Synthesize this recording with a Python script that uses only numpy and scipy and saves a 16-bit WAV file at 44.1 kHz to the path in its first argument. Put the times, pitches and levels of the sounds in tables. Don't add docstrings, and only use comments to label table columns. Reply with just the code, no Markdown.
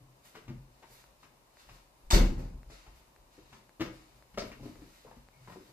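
import sys
import numpy as np
from scipy import signal
from scipy.fft import rfft, irfft
from scipy.io import wavfile
from scipy.ndimage import uniform_filter1d

SR = 44100
rng = np.random.default_rng(int(sys.argv[2]) if len(sys.argv) > 2 else 0)


def wrap_up_sound(samples):
    columns = np.atleast_2d(samples).T
    tamed = np.clip(columns, -1, 1)
    steps = np.round(tamed * 32767).astype(np.int16)
    wavfile.write(sys.argv[1], SR, steps)


def ratio(d):
    e = np.asarray(d, float) / 20
    return 10 ** e


N = 252526


def evened(x):
    return x / np.sqrt(np.mean(x ** 2) + 1e-20)


def steady(x):
    return evened(x / np.sqrt(uniform_filter1d(x ** 2, size=3000) + 1e-12))


def read(points, hz):
    f, value = np.transpose(points)
    return np.interp(np.log(hz + 1), np.log(f + 1), value)


def add(mix, s, sound):
    part = mix[..., round(s * SR):][..., :sound.shape[-1]]
    part += sound[..., :part.shape[-1]]


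def band(x, lo_hz, hi_hz):
    return signal.sosfilt(signal.butter(2, [lo_hz, hi_hz], "band", fs=SR, output="sos"), x)


def colour(x, db_points):
    hz = np.fft.rfftfreq(x.shape[-1], 1 / SR)
    return irfft(rfft(x) * ratio(read(db_points, hz)), x.shape[-1])


def ring(modes, seconds):
    t = np.arange(round(seconds * SR)) / SR
    return sum(ratio(db - 60 * t / t60) * np.sin(2 * np.pi * hz * t) for hz, db, t60 in modes)


def contact(length, rise=0.0009, grit_db=11.5):
    t = np.arange(round(.25 * SR)) / SR
    grit = evened(uniform_filter1d(rng.standard_normal(len(t)), size=60))
    return (1 - np.exp(-t / rise)) * np.exp(-t / max(length, .002)) * ratio(grit_db * grit)


def swells(s, db, rise_db_s, fall_db_s, rest_db):
    coarse = np.arange(0, N + 64, 64)
    t = coarse[:, None] / SR - s
    level = ratio(db + np.where(t < 0, rise_db_s * t, -fall_db_s * t))
    power = (level ** 2).sum(1) + ratio(rest_db) ** 2
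    return np.interp(np.arange(N), coarse, np.sqrt(power))


def pair(a, b, same, lean):
    hz = np.fft.rfftfreq(len(a), 1 / SR)
    likeness = np.clip(read(same, hz), -1, 1)
    tilt = ratio(read(lean, hz) / 2)
    left, other = rfft(a), rfft(b)
    right = likeness * left + np.sqrt(1 - likeness ** 2) * other
    return irfft(np.array([left * tilt, right / tilt]), len(a))


def both_ports(x, left_db):
    return x * ratio(np.array([[left_db], [-left_db]]))


def hiss():
    # (frequency [Hz], level [dB per Hz])
    spectrum = [(35, -46), (60, -9.5), (295, -7), (399, -8), (480, -10.5), (526, -5.5), (798, -9),
                (937, -6), (1030, -7.5), (1420, -16), (3260, -18.5), (13700, -26), (15000, -22)]
    # (frequency [Hz], likeness [-1..1])
    port_same = [(60, -0.015), (180, 0.87), (540, 0.46), (1620, -0.22), (4850, -0.12), (14500, 0.092)]
    # (frequency [Hz], left over right [dB])
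    port_lean = [(60, 0.67), (240, 2.2), (930, 3), (3690, 1.3), (14500, 0.28)]
    a, b = (colour(rng.standard_normal(N), spectrum) for _ in range(2))
    drift = evened(uniform_filter1d(rng.standard_normal(N), size=5000))
    return ratio(-64.5 + .5 * drift) * evened(pair(a, b, port_same, port_lean))


def ping(db, hz, rise, t60):
    sound = ring([(hz, 0, t60), (hz * 1.07, -5, t60 * .8)], .3)
    rough = 1 + 0.66 * evened(uniform_filter1d(rng.standard_normal(len(sound)), size=200))
    t = np.arange(len(sound)) / SR
    return ratio(db) * sound * rough * (1 - np.exp(-t / max(rise, .0005)))


def pings():
    # (time [s], level [dB], pitch [Hz], rise [s], t60 [s])
    hollow_parts = [(.005, -60.5, 293, 0.011, 0.24), (0.3527, -47, 1076, 0.001, 0.027),
                    (.829, -51.5, 929, 0.002, 0.077), (2.106, -30.5, 1202, 0.002, 0.054),
                    (2.112, -32, 911, 0.0034, 0.13), (2.134, -34, 595, 0.0033, 0.094),
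                    (2.16, -28, 373, 0.0035, 0.079), (2.384, -47, 529, .015, 0.17),
                    (3.813, -32, 317, 0.0019, 0.052), (4.38, -34, 510, 0.0013, 0.042),
                    (4.655, -45, 686, 0.003, 0.068), (4.95, -67, 1990, .01, 0.08),
                    (5.0665, -46.5, 1055, 0.0025, 0.042), (5.32, -70, 2200, 0.018, 0.47),
                    (8.1, -67, 1900, 0.007, 0.25)]
    out = np.zeros(N)
    for s, *row in hollow_parts:
        add(out, s, ping(*row))
    return out


def footfall_boom():
    # (time [s], boom near 40 Hz [dB], hum [dB])
    landings = [(.02, -65, -56.5), (.1, -80, -60), (0.501, -55, -43.5), (.57, -53, -49), (.92, -66, -64),
                (1.09, -65.5, -88), (1.25, -80, -70), (1.71, -55.5, -59.5), (2.11, -48, -71),
                (2.42, -47, -47), (2.53, -44, -55), (2.69, -52.5, -61), (2.88, -54, -76), (3.2, -62, -79),
                (3.42, -64, -68), (3.53, -71.5, -60), (3.86, -53, -52), (3.92, -60, -57),
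                (4.16, -64, -64.5), (4.39, -50, -54), (4.47, -56, -55), (4.62, -53, -48.5),
                (4.79, -54.5, -63), (5.06, -67, -70), (5.181, -58, -61.5), (5.37, -85, -63.5),
                (5.42, -73, -56), (5.47, -63, -59.5), (5.7, -78, -64)]
    s, boom_db, hum_db = np.transpose(landings)
    noise = rng.standard_normal((2, N))
    boom = steady(band(noise[0], 32.0, 52.2))
    boom = boom * swells(s, boom_db, rise_db_s=252, fall_db_s=94, rest_db=-75)
    wander = 0.82 * evened(uniform_filter1d(uniform_filter1d(noise[1], size=900), size=900))
    hum_hz = 129.5
    hum = np.sqrt(2) * np.sin(2 * np.pi * hum_hz * np.arange(N) / SR + wander)
    hum = hum * swells(s, hum_db, rise_db_s=520, fall_db_s=142, rest_db=-79)
    return both_ports(boom + hum, .8)


def knock(db, hz, thud_db, crack_db, length, touch, bright_db=0.0):
    noise = rng.standard_normal((3, round(.25 * SR)))
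    drive = 0.12 * noise[0] * contact(length, rise=length * 0.28, grit_db=3.0)
    drive[60] += touch
    modes = [(hz, 0, 11 / hz), (hz * 1.043, -5, 9 / hz), (hz * 2.01, -12, 9 / hz),
             (hz * 3.2, -17, 11 / hz), (hz * 1.4, -6, 7 / hz)]
    body = signal.fftconvolve(drive, ring(modes, .1))[:len(drive)]
    thud = evened(band(noise[1], 94, 300)) * contact(length * 3.08, 0.013, 1)
    grain = band(noise[2], 780, 3280)
    grain = grain + ratio(bright_db) * 0.16 * band(noise[2], 3420, 5670)
    grain = grain + 0.067 * band(noise[2], 7900, 14000)
    crack = evened(grain) * contact(length * 1.75, rise=length * 0.15 / touch, grit_db=2.5)
    blow = ratio(db - 2.5) * body / abs(body).max()
    return blow + ratio(db - 6.0) * (ratio(thud_db) * thud + ratio(crack_db) * crack)


def steps():
    # (time [s], blow [dB], body pitch [Hz], crack re blow [dB])
    step_blows = [(0.25, -58.5, 940, -17), (0.369, -48, 420, -6), (0.479, -41, 257, -8),
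                  (0.496, -39, 225, -21), (0.9, -59, 496, -17), (1.228, -53, 1090, -1.5),
                  (1.25, -59, 1120, -29), (1.688, -51.5, 830, 0), (2.699, -46.5, 620, -11),
                  (2.864, -50, 935, -8), (3.527, -47.5, 935, -4), (4.34, -53, 190, -4),
                  (4.419, -36.5, 300, -6.5), (4.449, -54.5, 543, -0.5), (4.515, -46, 278, 0),
                  (4.596, -41.5, 257, -27), (4.752, -47, 334, -23), (4.817, -46, 290, -19),
                  (5.048, -46, 520, -30), (5.474, -43, 980, -19), (5.497, -43, 940, -24)]
    out = np.zeros(N)
    for s, db, hz, crack_db in step_blows:
        add(out, s, knock(db, hz, -4.5, crack_db, length=.011, touch=0.72))
    return out


def rubs():
    # (peak time [s], rub [dB], swell [s], fade [s], top re rub [dB])
    slides = [(.252, -57.5, 0.028, 0.085, -0.5), (.354, -62.5, 0.086, 0.16, -21),
              (.924, -65, 0.066, 0.13, 6.5), (.998, -60.5, 0.34, .09, -17), (1.232, -63.5, 0.11, 0.062, -8),
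              (1.598, -56.5, 0.053, 0.063, -13), (1.742, -60.5, 0.27, 0.13, -7.5),
              (2.706, -54.5, .02, 0.24, -18), (2.962, -64, 0.084, 0.1, -5), (3.328, -64, .04, 0.45, -16),
              (3.534, -59.5, .06, 0.089, -16), (3.931, -60.5, 0.079, 0.32, -10),
              (4.155, -72, 0.021, 0.054, 1), (4.47, -56, 0.13, 0.052, -7), (4.658, -58, 0.15, 0.12, -7),
              (4.954, -63, 0.88, 0.49, -5.5), (5.502, -60.5, 0.17, 0.23, -7.5),
              (5.68, -64.5, 0.28, .2, -6.5)]
    s, rub_db, swell, fade, top_db = np.transpose(slides)
    span_db = 18.5
    rates = span_db / np.maximum(swell, .005), span_db / np.maximum(fade, .005)
    grit = rng.standard_normal((N, 2)).T * ratio(2.36 * np.minimum(rng.exponential(1, N), 5))
    low, top = evened(band(grit[0], 590, 5630)), evened(band(grit[1], 4300, 21800))
    low = low * swells(s, rub_db, *rates, rest_db=-86)
    top = top * swells(s, rub_db + top_db, *rates, rest_db=-82.5)
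    return ratio(-4.5) * (low + top)


def knocks():
    # (time [s], blow [dB], body pitch [Hz], crack re blow [dB], brightness [dB])
    light_blows = [(0.344, -59, 242, 3, 0), (0.351, -39.5, 1090, -7, -8), (0.825, -48.5, 790, -7, -9),
                   (0.838, -51, 1010, -21, -9), (3.379, -45.5, 345, -21, 0), (3.796, -36.5, 290, -7.5, -6),
                   (3.805, -28, 285, -4, -6), (3.815, -31, 385, -8.5, 6), (3.821, -33, 267, -26, -5),
                   (3.858, -37.5, 353, -8, 8), (4.374, -29.5, 576, -6.5, -3), (4.382, -32, 520, -3, 48),
                   (4.386, -35.5, 486, -18, 2), (4.63, -40, 266, -18, 18), (4.655, -37.5, 297, -26, 0),
                   (4.688, -40.5, 281, -31, 4), (5.076, -47, 890, -32, -5), (5.112, -43, 800, -29, -5),
                   (5.162, -49, 242, -15.5, 13.5), (5.52, -44.5, 980, -12, 0), (5.558, -41.5, 360, -26, 0),
                   (5.6, -50, 333, -28, 0), (5.69, -51, 420.4, -20, 0)]
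    out = np.zeros(N)
    for s, db, hz, crack_db, bright_db in light_blows:
        add(out, s, knock(db, hz, -19, crack_db, length=0.011, touch=0.97, bright_db=bright_db))
    return out


def clock():
    # (time [s], level [dB])
    ticks = [(1.041, -48), (1.571, -46), (2.632, -46), (3.163, -47), (3.694, -46), (4.225, -47),
             (4.757, -47), (5.287, -46)]
    # (frequency [Hz], level [dB], t60 [s])
    case_modes = [(900, -3, .003), (1500, -3, .003), (1950, -6, .004), (4200, -12, .004), (6800, -17, .003)]
    out = np.zeros((2, N))
    for s, db in ticks:
        add(out, s, both_ports(-ratio(db) * ring(case_modes, .006), 1.5))
    return out


def puff():
    # (time [s], level [dB], length [s])
    air_push = (2.038, -39, .05)
    s, db, length = air_push
    out = np.zeros(N)
    add(out, s, ratio(db) * np.hanning(round(length * SR)))
    return both_ports(out, .8)


def latch():
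    # (time [s], level [dB], contact length [s])
    scrapes = [
        (2.104, -27.5, 0.01),
        (2.109, -27.5, 0.0072),
        (2.133, -24.5, 0.017),
        (2.172, -41, 0.011),
        (2.208, -48, 0.059),
        (2.385, -65.5, 0.081),
    ]
    # (time [s], level [dB])
    snaps = [
        (2.109, -21),
        (2.119, -39),
        (2.139, -43),
    ]
    # (frequency [Hz], level [dB], t60 [s])
    metal_modes = [(3612, 0, .025), (4312, -10, .02), (4802, -6, .03), (5712, -8, .03), (6230, -9, .03),
                   (7887, -8, .02)]
    # (frequency [Hz], level [dB per Hz])
    rattle = [(120, -27), (250, 2.5), (600, -4), (1100, -5), (2400, -7), (3300, -7.5), (5500, -5.5),
              (8000, -12.5), (10300, -22.5), (13700, -18), (15000, -59)]
    drive, metal = np.zeros(N), np.zeros(N)
    for s, db, length in scrapes:
        add(drive, s, ratio(db) * contact(length, grit_db=2.0))
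    for s, db in snaps:
        struck = [(hz * rng.uniform(1.0, 1.01), d, t60) for hz, d, t60 in metal_modes]
        add(metal, s, ratio(db) * ring(struck, .08))
    return evened(colour(rng.standard_normal(N), rattle)) * drive + metal


def leaf():
    # (time [s], blow [dB], contact length [s])
    blows = [
        (2.132, -14.5, 0.016),
        (2.181, -24.5, 0.015),
        (2.207, -20.5, 0.03),
        (2.299, -23, 0.096),
        (2.37, -35.5, 0.014),
        (2.43, -44, 0.011),
    ]
    # (frequency [Hz], level [dB], t60 [s])
    leaf_modes = [(38, 10, 0.68), (47, 3.5, 0.25), (69.2, 0.5, 0.22), (78, -33, 0.2), (133.8, -7, 0.33),
                  (183.4, -6.5, 0.25), (257.6, -7, 0.15), (335, -4, 0.11), (370, -16, 0.053),
                  (494, -12.5, 0.17), (613, -7, .08), (798, 2, 0.058), (905, -4, 0.067), (1140, -26, .05)]
    out = np.zeros(N)
    t = np.arange(round(.03 * SR)) / SR
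    for s, db, length in blows:
        push = np.exp(-t / (length * 0.04)) * (1 + 1.85 * rng.standard_normal(len(t)))
        add(out, s, ratio(db - 7.0) * signal.fftconvolve(push / push.sum(), ring(leaf_modes, 0.77)))
    lows = signal.sosfilt(signal.butter(2, 215, fs=SR, output="sos"), out)
    return both_ports(lows, .7), out - lows


def shudder():
    # (time [s], level [dB], length [s])
    shakes = [
        (2.135, -23.5, 0.042),
        (2.184, -28.5, 0.031),
        (2.361, -43.5, 0.066),
    ]
    out = np.zeros(N)
    for s, db, length in shakes:
        shake = evened(band(band(rng.standard_normal(round(.25 * SR)), 91, 249), 97, 350))
        add(out, s, ratio(db) * shake * contact(length, rise=0.011, grit_db=3.5))
    return out


def direct(x, lag, lean_db):
    return np.array([np.roll(x, lag) * ratio(lean_db), x * ratio(-lean_db)])


def room(x):
    # (frequency [Hz], t60 [s])
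    decay = [(150, 0.38), (400, 0.46), (1040, 0.4), (2760, 0.36), (7280, 0.2)]
    # (frequency [Hz], likeness [-1..1])
    tail_same = [(60, .995), (160, .97), (280, .87), (500, .62), (1000, .0), (4000, .05)]
    # (frequency [Hz], left over right [dB])
    tail_lean = [(60, 2), (180, -1.5), (540, 4.5), (1620, 6.5), (4850, -0.5), (14500, -10)]
    out, turn = np.zeros((2, N)), np.arange(N) / SR * 1.725
    for k in range(3):
        taps = rng.standard_normal((2, 30000)) * (np.arange(30000) > 200)
        hz, t, z = signal.stft(taps, SR, nperseg=256)
        t60 = read(decay, hz)[:, None]
        tail = signal.istft(z * ratio(-60 * t / t60) / np.sqrt(t60), SR, nperseg=256)[1]
        tail = pair(*tail, tail_same, tail_lean)
        fed = x * np.sqrt(2 / 3) * np.cos(np.pi * (turn + k / 3))
        out += signal.fftconvolve(fed[None], tail / np.linalg.norm(tail[0]), axes=1)[:, :N]
    return out


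def scene():
    near = pings() + steps() + knocks()
    slides = rubs()
    lows, highs = leaf()
    door = latch() + highs + shudder()
    straight = ratio(-1.0) * direct(door + slides, 18, 1.0) + ratio(2.38) * direct(near, 4, 2.16)
    wet = room(ratio(0.5) * door + ratio(0.6) * slides + ratio(-2.0) * near)
    return straight + wet + lows + footfall_boom() + puff() + clock() + hiss()


def top_cut(x):
    return signal.sosfilt(signal.butter(12, 15140, fs=SR, output="sos"), x)


def record(dry):
    cut = signal.sosfilt(signal.butter(2, 24, "high", fs=SR, output="sos"), dry)
    dip_hz, dip_width_hz, dip_share = 3290, 260, .55
    dip = signal.iirpeak(dip_hz, dip_hz / dip_width_hz, SR)
    cut = cut - dip_share * signal.lfilter(*dip, cut)
    top_edge = signal.firwin(601, 14750, window=("kaiser", 9), fs=SR)
    mix = signal.oaconvolve(cut, top_edge[None], "same")
    return top_cut(mix)


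dry = scene()
out = record(dry)
wrap_up_sound(out)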